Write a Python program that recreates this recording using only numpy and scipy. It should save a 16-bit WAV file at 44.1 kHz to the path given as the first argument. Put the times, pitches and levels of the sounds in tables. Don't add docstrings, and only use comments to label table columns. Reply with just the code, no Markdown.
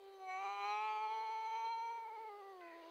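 import sys
import numpy as np
from scipy import signal
from scipy.fft import rfft, irfft, next_fast_len
from scipy.io import wavfile
from scipy.ndimage import uniform_filter1d, map_coordinates

SR = 44100
rng = np.random.default_rng(int(sys.argv[2]) if len(sys.argv) > 2 else 0)


def to_linear_factor(level_db):
    exponent = np.asarray(level_db, float) / 20
    return 10 ** exponent


def transcribe(signal):
    frames = np.atleast_2d(signal).T
    limited = np.clip(frames, -1, 1)
    pcm = np.round(limited * 32767).astype(np.int16)
    wavfile.write(sys.argv[1], SR, pcm)


N = 127890
STEP = 128

# (frequency [Hz], level [dB]); the last bounds them on both sides
MURMUR_SPECTRUM = [(20, -4.5), (55, -8), (150, -23), (270, -36.5), (380, 10), (1700, -5), (4700, -8.5),
                   (5600, -23)]
HISS_SPECTRUM = [(3000, -3), (10500, -1), (11650, 0), (12000, -12), (12350, 0), (15700, 1)]
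SPECTRUM_ENDS = [(1, -60), (16500, -60)]
# (time [s], level [dB])
MURMUR_SWELL = [
    (0, -1.5),
    (1.5, -3.5),
    (2.3, -1),
    (2.7, -0.5),
    (2.88, 5.5),
]
MURMUR_DB, HISS_DB, PATCHY_DB = -68, -83.5, 1.5
HUM_HZ, HUM_DB = 206.5, -94.5

# (time [s], pitch [Hz])
CAT_PITCH = [(0, 392), (.12, 390), (.2, 382), (.3, 374), (.37, 376), (.41, 391), (.52, 402), (.64, 403),
             (.655, 410), (.72, 416), (.84, 431), (1.07, 433), (1.14, 442), (1.45, 444), (1.6, 451),
             (1.92, 464), (2.04, 457), (2.283, 436), (2.297, 412), (2.5, 390), (2.66, 337), (2.9, 335)]
# (time [s], pitch change [share], width [s])
PITCH_BENDS = [(2.06, -.038, .014), (2.085, .025, .008), (2.11, -.038, .018), (2.145, .015, .012),
               (2.176, -.05, .013), (2.21, .02, .025), (2.25, -.012, .01), (2.385, .025, .02),
               (2.42, -.022, .015), (1.715, .018, .015), (1.995, -.017, .014), (1.58, .015, .008),
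               (.427, -.015, .008), (2.725, -.03, .012), (2.84, -.035, .02), (.447, .018, .008),
               (.47, -.018, .012), (.925, -.009, .008), (.98, -.012, .014), (1.075, -.015, .01),
               (1.19, -.01, .012), (1.283, -.012, .008), (1.335, .011, .01), (1.455, -.008, .012),
               (1.48, .012, .007), (1.525, .008, .012), (1.545, -.014, .008), (1.675, -.007, .01),
               (1.765, -.012, .014), (1.8, -.014, .01), (1.885, -.016, .008), (1.935, -.012, .006)]
# (time [s], level [dB])
CAT_EFFORT = [(0.0, -56), (0.04, -54), (0.19, -54), (0.3, -43.5), (0.44, -42), (.47, -41.5), (0.56, -43.5),
              (0.69, -38.5), (.78, -39), (.83, -39), (1.0, -40.5), (1.44, -41.5), (1.64, -39.5), (1.9, -43),
              (2.1, -48.5), (2.28, -49), (2.37, -50.5), (2.6, -52.5), (2.9, -52.5)]
# (time [s], half-pitch lines [dB], same high up [dB], breath [dB])
FOLD_STATE = [(0, -40, -30, -26), (.3, -38, -35, -28), (.36, -20, -20, -24), (.43, -3, -5, -14),
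              (.5, 0, 0, -22), (.66, 0, 2, -22), (.8, 0, 2, -28), (1.1, -1, 3, -28), (1.27, -3, 3, -27),
              (1.4, -12, 0, -27), (1.52, -13, -2, -26), (1.62, -2, -2, -25), (1.69, -12, -12, -25),
              (1.75, -35, -30, -26), (1.95, -18, -22, -20), (2.2, -17, -22, -17), (2.33, -35, -30, -26),
              (2.6, -30, -30, -25), (2.9, -25, -25, -21)]
# (frequency [Hz], breath against lines [dB], half-pitch lines [dB])
SOURCE_TILT = [(200, 17, 8), (370, 0, -12.5), (740, -9.5, -8.5), (1270, -1, -3.5), (2400, 6.5, -2.5),
               (6000, 11, -4.5)]
# (time [s], mouth [Hz], tongue [Hz], mouth opening [dB], jaw drop [dB], brightness [dB])
MOUTH_SHAPE = [(0, 716, 2400, -13, -19, -19.5), (.18, 828, 2580, -2.5, -41, -16.5),
               (.26, 790, 2340, 13.5, -23, -9.5), (.31, 740, 2223, 14.5, -7, 2.5),
               (.43, 820, 2350, 12.5, -8.5, -5.5), (.58, 910, 2330, 14.5, -16, -8),
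               (.7, 884, 2400, 14, -14, -4.5), (.85, 922, 2440, 15.5, -18, -4.5),
               (1.05, 866, 2350, 13.5, -13.5, -9), (1.2, 865, 2240, 12, -31.5, -10.5),
               (1.47, 905, 2300, 16, -34.5, -8.5), (1.75, 876, 2414, 19.5, -41, -11),
               (2.02, 883, 2210, 12.5, -38.5, -10), (2.27, 872, 2200, 5, -26, -11),
               (2.32, 817, 2110, -2, -3.5, -9), (2.52, 775, 1944, -3, -7, -7),
               (2.64, 616, 2070, -12, 9.5, -4), (2.9, 645, 1880, -14.5, 5, -7)]
# (time [s], throat [Hz], palate [Hz], ridge [Hz])
UPPER_PLACES = [(0, 4150, 6120, 3150), (.3, 3950, 6020, 3050), (.5, 4070, 6100, 3050),
                (.6, 3980, 6000, 3100), (.69, 4060, 5950, 3150), (.75, 3960, 5700, 3250),
                (.84, 4050, 5850, 3330), (.9, 4520, 6300, 3330), (.97, 4500, 6300, 3250),
                (1.06, 4300, 6100, 3200), (1.12, 4190, 6000, 3250), (1.42, 4190, 6050, 3250),
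                (1.5, 4090, 6070, 3200), (1.7, 4100, 6050, 3200), (2.05, 4150, 6010, 3200),
                (2.3, 4500, 6200, 2900), (2.9, 4400, 6200, 3300)]
# (time [s], throat [dB], palate [dB], ridge [dB])
UPPER_LEVELS = [(0, 12.5, -23, 6), (.15, 12.5, -6, -6), (.3, -18.5, -32.5, -46), (.45, -17.5, -25.5, -32),
                (.53, -12.5, -29, -18), (.6, -19.5, -29, -20.5), (.69, -12, -30, -28),
                (.78, -24, -29.5, -24), (.86, -24.5, -43, -23), (.95, -25.5, -35, -20.5),
                (1.06, -22, -32.5, -17.5), (1.12, -14.5, -27.5, -16.5), (1.45, -13.5, -24, -19),
                (1.6, -17, -15.5, -18), (1.72, -10, -25.5, -15), (1.88, -17.5, -21.5, -22.5),
                (2.05, -23.5, -31.5, -31.5), (2.3, -21, -35, -31), (2.9, -7.5, -13, -26)]
# (frequency [Hz], width [Hz], level against the mouth [dB])
FIXED_RESONANCES = [(1710, 860, -23), (2810, 180, -28.5), (5100, 300, -49.5), (6960, 350, -47.5)]
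# (frequency [Hz], width [Hz], level [dB])
WIDE_JAW_RESONANCES = [(6450, 450, -27), (7600, 400, -27), (11500, 500, -40), (14900, 1300, -33)]
# (time [s], level [dB])
JAW_GAPE = [
    (.25, -33),
    (.34, -13),
    (.55, -12),
    (.65, -14),
    (.8, -23),
    (.95, -25),
    (1.1, -29),
]
# (time [s], share of the flutter)
NOSE_FLUTTER = [(0, .3), (1, .4), (1.7, 1.2), (2.25, 1.3), (2.32, .3), (2.75, .4), (2.9, 1)]
JITTER, SHIMMER_DB, DRIFT_DB, NOSE_FLUTTER_DB = .0038, .7, 1.5, 2.8
NOSE_HZ, NOSE_WIDE_HZ = 399, 273
MOUTH_WIDE_HZ, TONGUE_WIDE_HZ, TONGUE_DB = 229, 300, -8
JAW_OVER_MOUTH, JAW_WIDE_HZ = 1.43, 480
THROAT_WIDE_HZ, PALATE_WIDE_HZ, RIDGE_WIDE_HZ = 300, 340, 420
SIDE_HZ, SIDE_WIDE_HZ = 3686, 350
HIGH_FROM_HZ, SPREAD_HZ = 2350, 1500
FLICKER_DB, FLICKER_STEPS = 3, 8

# (time [s], peak [dB], frequency [Hz], t60 [s])
TICKS = [
    (2.6085, -46, 2700, .003),
    (2.6135, -49, 4100, .0025),
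    (2.44, -56, 2200, .003),
    (1.308, -60, 8000, .002),
    (.008, -60, 4200, .002),
    (.04, -61, 7600, .003),
    (.0405, -62, 4800, .003),
    (.113, -61, 3800, .002),
    (.452, -58, 9000, .0015),
]
CLICK_RISE_S = .0003
# (time [s], pitch [Hz], level [dB], breath [dB])
FAR_VOICE = [
    (2.6, 512, -95, -12),
    (2.612, 510, -62, -14),
    (2.68, 497, -64, -10),
    (2.72, 478, -71, 1),
    (2.78, 470, -76, 3),
    (2.81, 475, -72, -8),
    (2.85, 468, -71, -12),
    (2.87, 465, -95, -8),
]
# (frequency [Hz], width [Hz], level [dB])
FAR_RESONANCES = [(1510, 200, -5), (1930, 450, 0), (2480, 220, -8)]
# (start [s], length [s], frequency [Hz], level [dB])
BIRD_NOTE = (2.815, .08, 2830, -73)
GROUND_DB, ECHO_S = -25, .25
LOW_CUT_HZ = 300


def unit(x):
    return x / np.sqrt(np.mean(np.abs(x) ** 2) + 1e-20)


def curves(rows):
    s, *columns = np.transpose(rows)
    times = np.arange(N // STEP + 2) * STEP / SR
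    return [np.interp(times, s, column) for column in columns]


def wobble(rate):
    knots = rng.standard_normal(int(N * rate / SR) + 6)
    return map_coordinates(knots, [np.arange(N // STEP + 2) * STEP * rate / SR])


def fine(control):
    return np.interp(np.arange(N), np.arange(len(control)) * STEP, control)


def ring(f, hz, wide_hz):
    return 1j * f * wide_hz / (hz * hz - f * f + 1j * f * wide_hz)


def filtered(x, response):
    m = next_fast_len(N + 8192)
    return irfft(rfft(x, m) * response(np.fft.rfftfreq(m, 1 / SR)), m)[:N]


def rush(spectrum, patchy_db):
    z = signal.stft(rng.standard_normal(N), nperseg=512)[2]
    field = uniform_filter1d(rng.standard_normal(z.shape), 5, 0)
    field = uniform_filter1d(field, 12, 1)
    x = signal.istft(z * to_linear_factor(patchy_db * unit(field)), nperseg=512)[1][:N]
    f, db = np.transpose([SPECTRUM_ENDS[0], *spectrum, SPECTRUM_ENDS[1]])
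    return unit(filtered(x, lambda hz: to_linear_factor(np.interp(np.log(hz + 1), np.log(f), db))))


def yard():
    phase = 2 * np.pi * HUM_HZ * np.arange(N) / SR + fine(wobble(36))
    hum = fine(to_linear_factor(HUM_DB + 4.6 * wobble(25))) * np.sin(phase)
    murmur = fine(to_linear_factor(MURMUR_DB + curves(MURMUR_SWELL)[0])) * rush(MURMUR_SPECTRUM, PATCHY_DB)
    return murmur + to_linear_factor(HISS_DB) * rush(HISS_SPECTRUM, PATCHY_DB / 4) + hum


def folds(hz, odd_db, high_db, breath_db, tract, count):
    k = np.arange(1, count + 1)[:, None]
    f = k * hz
    noise = rng.standard_normal(f.shape) + 1j * rng.standard_normal(f.shape)
    tilt_hz, airy_db, skip_db = np.transpose(SOURCE_TILT)
    airy_db = np.interp(np.log(f), np.log(tilt_hz), airy_db)
    skip_db = np.interp(np.log(f), np.log(tilt_hz), skip_db)
    odd_db = odd_db + (high_db - odd_db) / (1 + (HIGH_FROM_HZ / f) ** 8)
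    lines = np.where(k % 2, to_linear_factor(odd_db + skip_db), 1)
    colour = tract(f)
    flicker = uniform_filter1d(rng.standard_normal(f.shape), size=FLICKER_STEPS, axis=1)
    flicker = flicker * np.sqrt(FLICKER_STEPS)
    lines = lines * to_linear_factor(FLICKER_DB * flicker * np.clip(f / HIGH_FROM_HZ - .5, 0, 1))
    power = np.sum(np.abs(colour * lines) ** 2, 0)
    size = colour * (lines + to_linear_factor(breath_db + airy_db) * noise) / np.sqrt(power)
    phase = 2 * np.pi * np.cumsum(fine(hz)) / SR
    partials = (np.real(fine(row) * np.exp(1j * (i + 1) * phase)) for i, row in enumerate(size))
    return np.sqrt(2) * sum(partials)


def bank(f, rows):
    return sum(to_linear_factor(db + DRIFT_DB * wobble(11.06)) * np.abs(ring(f, hz, wide)) ** 3 for hz, wide, db in rows)


def cat_tract(f):
    mouth_hz, tongue_hz, open_db, jaw_db, bright_db = curves(MOUTH_SHAPE)
    throat_hz, palate_hz, ridge_hz = curves(UPPER_PLACES)
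    throat_db, palate_db, ridge_db = curves(UPPER_LEVELS)
    tongue = ring(f, tongue_hz, TONGUE_WIDE_HZ) ** 2
    ridge = ring(f, ridge_hz, RIDGE_WIDE_HZ)

    upper = to_linear_factor(TONGUE_DB) * np.abs(tongue) + bank(f, FIXED_RESONANCES)
    upper = upper + to_linear_factor(curves(JAW_GAPE)[0]) * bank(f, WIDE_JAW_RESONANCES)
    upper = upper + to_linear_factor(throat_db) * np.abs(ring(f, throat_hz, THROAT_WIDE_HZ)) ** 3
    upper = upper + to_linear_factor(palate_db) * np.abs(ring(f, palate_hz, PALATE_WIDE_HZ)) ** 3
    upper = upper + to_linear_factor(ridge_db) * np.abs(ridge) ** 3
    dispersion = (np.maximum(f - HIGH_FROM_HZ, 0) / SPREAD_HZ * 2) ** 2
    upper = upper * np.exp(1j * (np.angle(tongue * ridge ** 2) - dispersion))
    upper = upper * (1 - ring(f, SIDE_HZ, SIDE_WIDE_HZ))

    jaw = to_linear_factor(jaw_db) * ring(f, JAW_OVER_MOUTH * mouth_hz, JAW_WIDE_HZ) ** 3
    mouth = ring(f, mouth_hz, MOUTH_WIDE_HZ) ** 2 - jaw
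    flutter = to_linear_factor(NOSE_FLUTTER_DB * curves(NOSE_FLUTTER)[0] * wobble(100))
    nose = flutter * ring(f, NOSE_HZ, NOSE_WIDE_HZ) ** 2
    return nose + to_linear_factor(open_db) * (mouth + to_linear_factor(bright_db) * upper)


def cat():
    pitch, effort_db = curves(CAT_PITCH)[0], curves(CAT_EFFORT)[0]
    half_db, high_db, breath_db = curves(FOLD_STATE)
    t = np.arange(len(pitch)) * STEP / SR
    bend = sum(share * np.exp(-np.abs((t - s) / wide) ** 3) for s, share, wide in PITCH_BENDS)
    jitter = JITTER * np.clip(t / 1.1, .4, 1.3) * (0.35 * wobble(40) + wobble(120))
    pitch = pitch * (1 + bend + jitter)
    voice = folds(pitch / 2, half_db + 0.5 * wobble(10), high_db, breath_db, cat_tract, count=72)
    return voice * fine(to_linear_factor(effort_db + SHIMMER_DB * wobble(34.07)))


def clicks():
    out, t = np.zeros(N), np.arange(600) / SR
    for s, db, hz, t60 in TICKS:
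        envelope = to_linear_factor(db - 60 * t / t60) * (1 - np.exp(-t / CLICK_RISE_S))
        out[round(s * SR):][:600] += envelope * np.sin(2 * np.pi * hz * t)
    return out


def far_tract(f):
    return sum((-1) ** k * to_linear_factor(db) * ring(f, hz, wide) ** 2 for k, (hz, wide, db) in enumerate(FAR_RESONANCES))


def far_call():
    pitch, level_db, breath_db = curves(FAR_VOICE)
    half_pitch = pitch / 2 * (1 + .006 * wobble(40))
    odd_db = -40 + breath_db
    return folds(half_pitch, odd_db, odd_db, breath_db, far_tract, count=14) * fine(to_linear_factor(level_db))


def peep():
    s, length, hz, db = BIRD_NOTE
    t = np.arange(N) / SR
    shape = np.sqrt(np.abs(np.sin(np.pi * np.clip((t - s) / length, 0, 1))))
    return shape * fine(to_linear_factor(db + 4 * wobble(60))) * np.sin(2 * np.pi * hz * t + fine(wobble(61)))


def low_cut(f):
    return (1j * f / (1j * f + LOW_CUT_HZ)) ** 2 / (1 + (LOW_CUT_HZ / (f + 1)) ** 14)


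def scene():
    near = -cat() + far_call() + peep() + clicks()
    t = np.arange(SR // 4) / SR
    tail = rng.standard_normal(len(t)) * to_linear_factor(-60 * t / ECHO_S)
    near = near + to_linear_factor(GROUND_DB) * signal.fftconvolve(near, tail / np.linalg.norm(tail))[:N]
    return (filtered(near, low_cut) + yard())[None]


def top_cut(x):
    return signal.sosfilt(signal.butter(12, 15770, fs=SR, output="sos"), x)


def record(dry):
    return top_cut(dry)


dry = scene()
out = record(dry)
transcribe(out)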